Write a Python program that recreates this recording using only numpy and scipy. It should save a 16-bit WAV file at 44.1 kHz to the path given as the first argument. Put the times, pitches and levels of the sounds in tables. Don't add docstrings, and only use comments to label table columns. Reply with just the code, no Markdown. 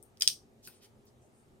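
import sys
import numpy as np
from scipy import signal
from scipy.fft import rfft, irfft
from scipy.io import wavfile
from scipy.ndimage import uniform_filter1d

SR = 44100
rng = np.random.default_rng(int(sys.argv[2]) if len(sys.argv) > 2 else 0)


def unload_wav(signal):
    wavfile.write(
        sys.argv[1],
        SR,
        np.round(np.clip(np.atleast_2d(signal).T, -1, 1) * 32767).astype(np.int16),
    )


def ratio(d):
    e = np.asarray(d, float) / 20
    return 10 ** e


N = 70560
FFT_SIZE, RING_SAMPLES = 2048, 600


def evened(x):
    return x / np.sqrt(np.mean(x ** 2) + 1e-20)


def read(points, hz):
    f, value = np.transpose(points)
    return np.interp(np.log(hz + 1), np.log(f + 1), value)


def floor():
    # (frequency [Hz], relative density [dB])
    floor_spectrum = [(21, -39), (35, -10.5), (59, -0.5), (80, -13), (112, 1.5), (148, -8), (197, -11.5),
                      (224, 3.5), (261, -12.5), (289, -4), (313, -15.5), (346, -5), (415, -3), (448, -13),
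                      (510, -10), (551, -13), (832, -14.5), (1020, -22.5), (1220, -19), (1470, -25),
                      (5450, -33.5), (8450, -32.5), (11200, -35), (14900, -31), (16500, -44.5)]
    # (frequency [Hz], correlation [-1..1, clipped])
    floor_likeness = [(60, 0.23), (130, 1), (290, 0.74), (640, 0.51), (1410, -0.17), (3100, -0.0),
                      (6820, 0.61), (15000, -0.98)]
    # (frequency [Hz], left minus right [dB])
    floor_balance = [(60, -2.0), (110, 1), (200, 0.0), (380, 1), (700, 0.5), (1290, 1.0), (2380, -0.23),
                     (4400, 0.5), (8120, 0.27), (15000, -0.53)]
    level_db, patch_rms_db = -63.5, 1.5

    frames, hz = N // 512 + 5, np.fft.rfftfreq(2048, 1 / SR)
    a, b, c, d, patches = rng.standard_normal((frames, 1025, 5)).T
    patches = uniform_filter1d(patches, size=16, axis=0)
    patches = evened(uniform_filter1d(patches, size=6, axis=1))

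    same = np.clip(read(floor_likeness, hz), -1, 1)[:, None]
    left = a + 1j * b
    right = same * left + np.sqrt(1 - same ** 2) * (c + 1j * d)
    side_db = read(floor_balance, hz)[:, None] / 2
    colour_db = read(floor_spectrum, hz)[:, None] + patch_rms_db * patches
    spectra = np.array([left, right]) * ratio(colour_db + np.array([side_db, -side_db]))
    noise = signal.istft(spectra, nperseg=2048, noverlap=1536)[1][:, :N]
    return ratio(level_db) * noise / np.std(noise.mean(0))


def ring(centre_hz, octaves, skirt):
    # (frequency [Hz], width scale [Hz], left [dB], right [dB])
    shell_modes = [(700, 560, -14, -11.5), (1456, 680, -15.5, -33), (1760, 320, -18.5, -17),
                   (2600, 260, -8, -12), (3290, 710, -2, 0), (3970, 600, -10, -2.5), (4812, 620, 5.5, 0),
                   (5590, 450, 4, 4), (6310, 700, -7, -2), (8300, 900, -5.5, -10), (8800, 700, 1, -5.5),
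                   (9380, 440, -0.5, -9.5), (12100, 900, -11.5, -12.5), (13200, 600, -6.5, -6.5),
                   (14700, 320, -10.5, -10), (15500, 1400, -14, -14.5)]
    hz, width_hz, *db = np.transpose(shell_modes)
    f = np.fft.rfftfreq(FFT_SIZE, 1 / SR)
    detuning = (f - hz[:, None]) / width_hz[:, None] * 2
    power = ratio(db) ** 2 @ (1 + detuning ** 2) ** -skirt
    colour_db = np.maximum(-6 * (np.log2((f + 1) / centre_hz) / octaves) ** 2, -70)

    cepstrum = irfft(np.log(np.sqrt(power) * ratio(colour_db)))
    cepstrum[:, 1:FFT_SIZE // 2] *= 2
    spectrum = np.exp(rfft(cepstrum[:, :FFT_SIZE // 2 + 1], FFT_SIZE))
    response = irfft(spectrum)[:, :RING_SAMPLES]
    return response / np.sqrt((response ** 2).max(axis=1).mean())


def cracks():
    crack_times_s = [.0266, .1727, .1995, .2082, .2211, .2217, .2221, .27607, .6535, .6735, 1.0538]
    # (level before echoes [dB], colour centre [Hz], breadth [octaves],
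    # left minus right [dB], send to plate [dB])
    crack_list = [(-41, 10500, 0.5, 9.5, -8.5), (-47, 4200, 2.6, 2, -22), (-43, 12000, .7, 1.5, 0),
                  (-30.5, 7000, 1.2, 2, -1), (-12.5, 3960, 1.8, 5, 0), (-15.5, 4800, 1.4, -4.5, -5),
                  (-15.5, 5100, 1.1, 8.5, -1.5), (-4, 5400, 1.19, -0.3, -1.4), (-57, 35000, 0.34, 2, -3.5),
                  (-31, 12200, .5, 4, -20), (-57.5, 14000, 0.4, 11, -3)]
    out = np.zeros((2, 2, N + RING_SAMPLES))
    for start_s, (db, hz, octaves, pan_db, plate_db) in zip(crack_times_s, crack_list):
        gain = ratio([[db + pan_db / 2], [db - pan_db / 2]])
        snap = gain * ring(hz, octaves, skirt=1.5)
        out[:, :, round(start_s * SR):][..., :RING_SAMPLES] += [snap, ratio(plate_db) * snap]
    return out[..., :N]


def echoed(x, table):
    lift_hz, lift_octaves = 9000, 0.4
    hz, lead = np.fft.rfftfreq(FFT_SIZE, 1 / SR), FFT_SIZE // 32
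    lift = np.exp(-(np.log2((hz + 1) / lift_hz) / lift_octaves) ** 2)
    paths = 0
    for left_ms, right_ms, left_db, right_db, lift_db in table:
        delay_s = np.array([[left_ms], [right_ms]]) / 1000 + lead / SR
        gain = ratio(np.array([[left_db], [right_db]]) + lift_db * lift)
        paths = paths + gain * np.exp(-2j * np.pi * hz * delay_s)
    return signal.oaconvolve(x, irfft(paths), axes=1)[:, lead:N + lead]


def nearby(x):
    # (left delay [ms], right delay [ms], left [dB], right [dB], lift around 9 kHz [dB])
    near_paths = [(0.0, 0.069, -2.05, 5.7, -1), (3.2, 2.6, -16, -16, -1), (6.5, 6.5, -13, -13.5, -3),
                  (7.9, 7.9, -17, -16, 11), (12.1, 11.6, -18.5, -21, -3.2)]
    return echoed(x, near_paths)


def plate(x):
    # (left delay [ms], right delay [ms], left [dB], right [dB], lift around 9 kHz [dB])
    plate_path = [(1.6, 1.7, -1, -11, 5)]
    return echoed(x, plate_path)


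def room(x):
    # (frequency [Hz], t60 [s])
    room_decay = [(1500, 0.13), (3000, 0.17), (5500, 0.21), (9000, .2), (15000, 0.18)]
    # (frequency [Hz], relative level [dB])
    room_colour = [(1000, 4.5), (2500, -3.5), (5000, -9.5), (9000, -5), (15000, 0)]
    level_db, start_s, shared, spread_db = -1.5, 0.004, 0.12, 2.5
    length, spacing = SR // 2, 12

    taps = np.zeros((2, length))
    at = np.arange(0, length - spacing, spacing) + rng.integers(0, spacing, (2, (length - 1) // spacing))
    strength = ratio(spread_db * rng.exponential(1, at.shape))
    np.put_along_axis(taps, at, rng.choice([-1., 1.], at.shape) * strength, 1)
    taps *= np.clip(np.arange(length) / SR / start_s - 1, 0, 1)
    taps += shared * taps[::-1]

    hz, t, z = signal.stft(taps, SR, nperseg=128)
    decay_db = -60 * t / read(room_decay, hz)[:, None]
    z = z * ratio(read(room_colour, hz)[:, None] + decay_db)
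    tail = signal.istft(z, SR, nperseg=128)[1]
    return ratio(level_db) * signal.fftconvolve(x, tail / np.linalg.norm(tail[0]), axes=1)[:, :N]


def crackle_and_drags():
    # (start [s], rise [s], hold [s], fall [s], level before pan and echoes [dB],
    # colour centre [Hz], breadth [octaves])
    slip_bursts = [(.2081, .0008, .0032, .001, -35, 5800, 1.0), (.622, .03, .015, .012, -58, 7500, 1.2),
                   (.68, .01, .05, .08, -72, 2500, 1.2), (.738, .006, .02, .03, -72, 8600, .25),
                   (.805, .02, .03, .02, -66, 3000, 1.3), (.812, .015, .025, .02, -67, 9500, .5),
                   (1.06, .01, .015, .02, -74, 6000, .8), (1.2, .03, .02, .04, -78, 7500, .3),
                   (1.31, .04, .05, .06, -78, 8500, .3)]
    slips_per_s, slip_spread_db, pan_db = 12000, 2.0, 3
    t, out = np.arange(N) / SR, np.zeros((2, N))
    slips = (rng.random(N) < slips_per_s / SR) * rng.choice([-1, 1], N)
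    slips = slips * ratio(slip_spread_db * rng.exponential(1, N))
    for start_s, rise_s, hold_s, fall_s, db, hz, octaves in slip_bursts:
        end_s = start_s + rise_s + hold_s + fall_s
        envelope = np.clip(np.minimum((t - start_s) / rise_s, (end_s - t) / fall_s), 0, 1)
        rub = signal.oaconvolve(slips[None], ring(hz, octaves, skirt=0.62), axes=1)[:, :N]
        out += ratio(db) * envelope * evened(rub)
    return out * ratio([[pan_db / 2], [-pan_db / 2]])


def knocks():
    # (time [s], level [dB])
    contacts = [(.6750, -46.5), (0.677, -57)]
    # (frequency [Hz], left [dB], right [dB], t60 [s])
    rim_modes = [(1537, 5.5, 1, 0.0068), (2610, 7, 1.5, 0.0078), (4380, 8, 5.5, 0.0076),
                 (5160, 10, -16, 0.0072)]
    rise_s, length = 0.00061, 2 * RING_SAMPLES
    hz, *db, t60_s = np.transpose(rim_modes)
    t, out = np.arange(length)[:, None] / SR, np.zeros((2, N))
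    modes = np.minimum(t / rise_s, 1) * ratio(-60 * t / t60_s) * np.sin(2 * np.pi * hz * t)
    rim = ratio(db) @ modes.T
    for start_s, knock_db in contacts:
        out[:, round(start_s * SR):][:, :length] += ratio(knock_db) * rim
    return out


def scene():
    slips_to_plate_db = -5.5
    snaps, at_plate = cracks()
    slips = crackle_and_drags()
    close = snaps + slips + knocks()
    plate_echo = plate(at_plate + ratio(slips_to_plate_db) * slips)
    return nearby(close) + plate_echo + room(close) + floor()


def band_limit(x):
    return signal.sosfilt(signal.butter(12, 16990, fs=SR, output="sos"), x)


def record(dry):
    edge = signal.firwin(numtaps=127, cutoff=16300, window=("kaiser", 8), fs=SR)
    mix = signal.oaconvolve(dry, edge[None], "same")
    return band_limit(mix)


dry = scene()
out = record(dry)
unload_wav(out)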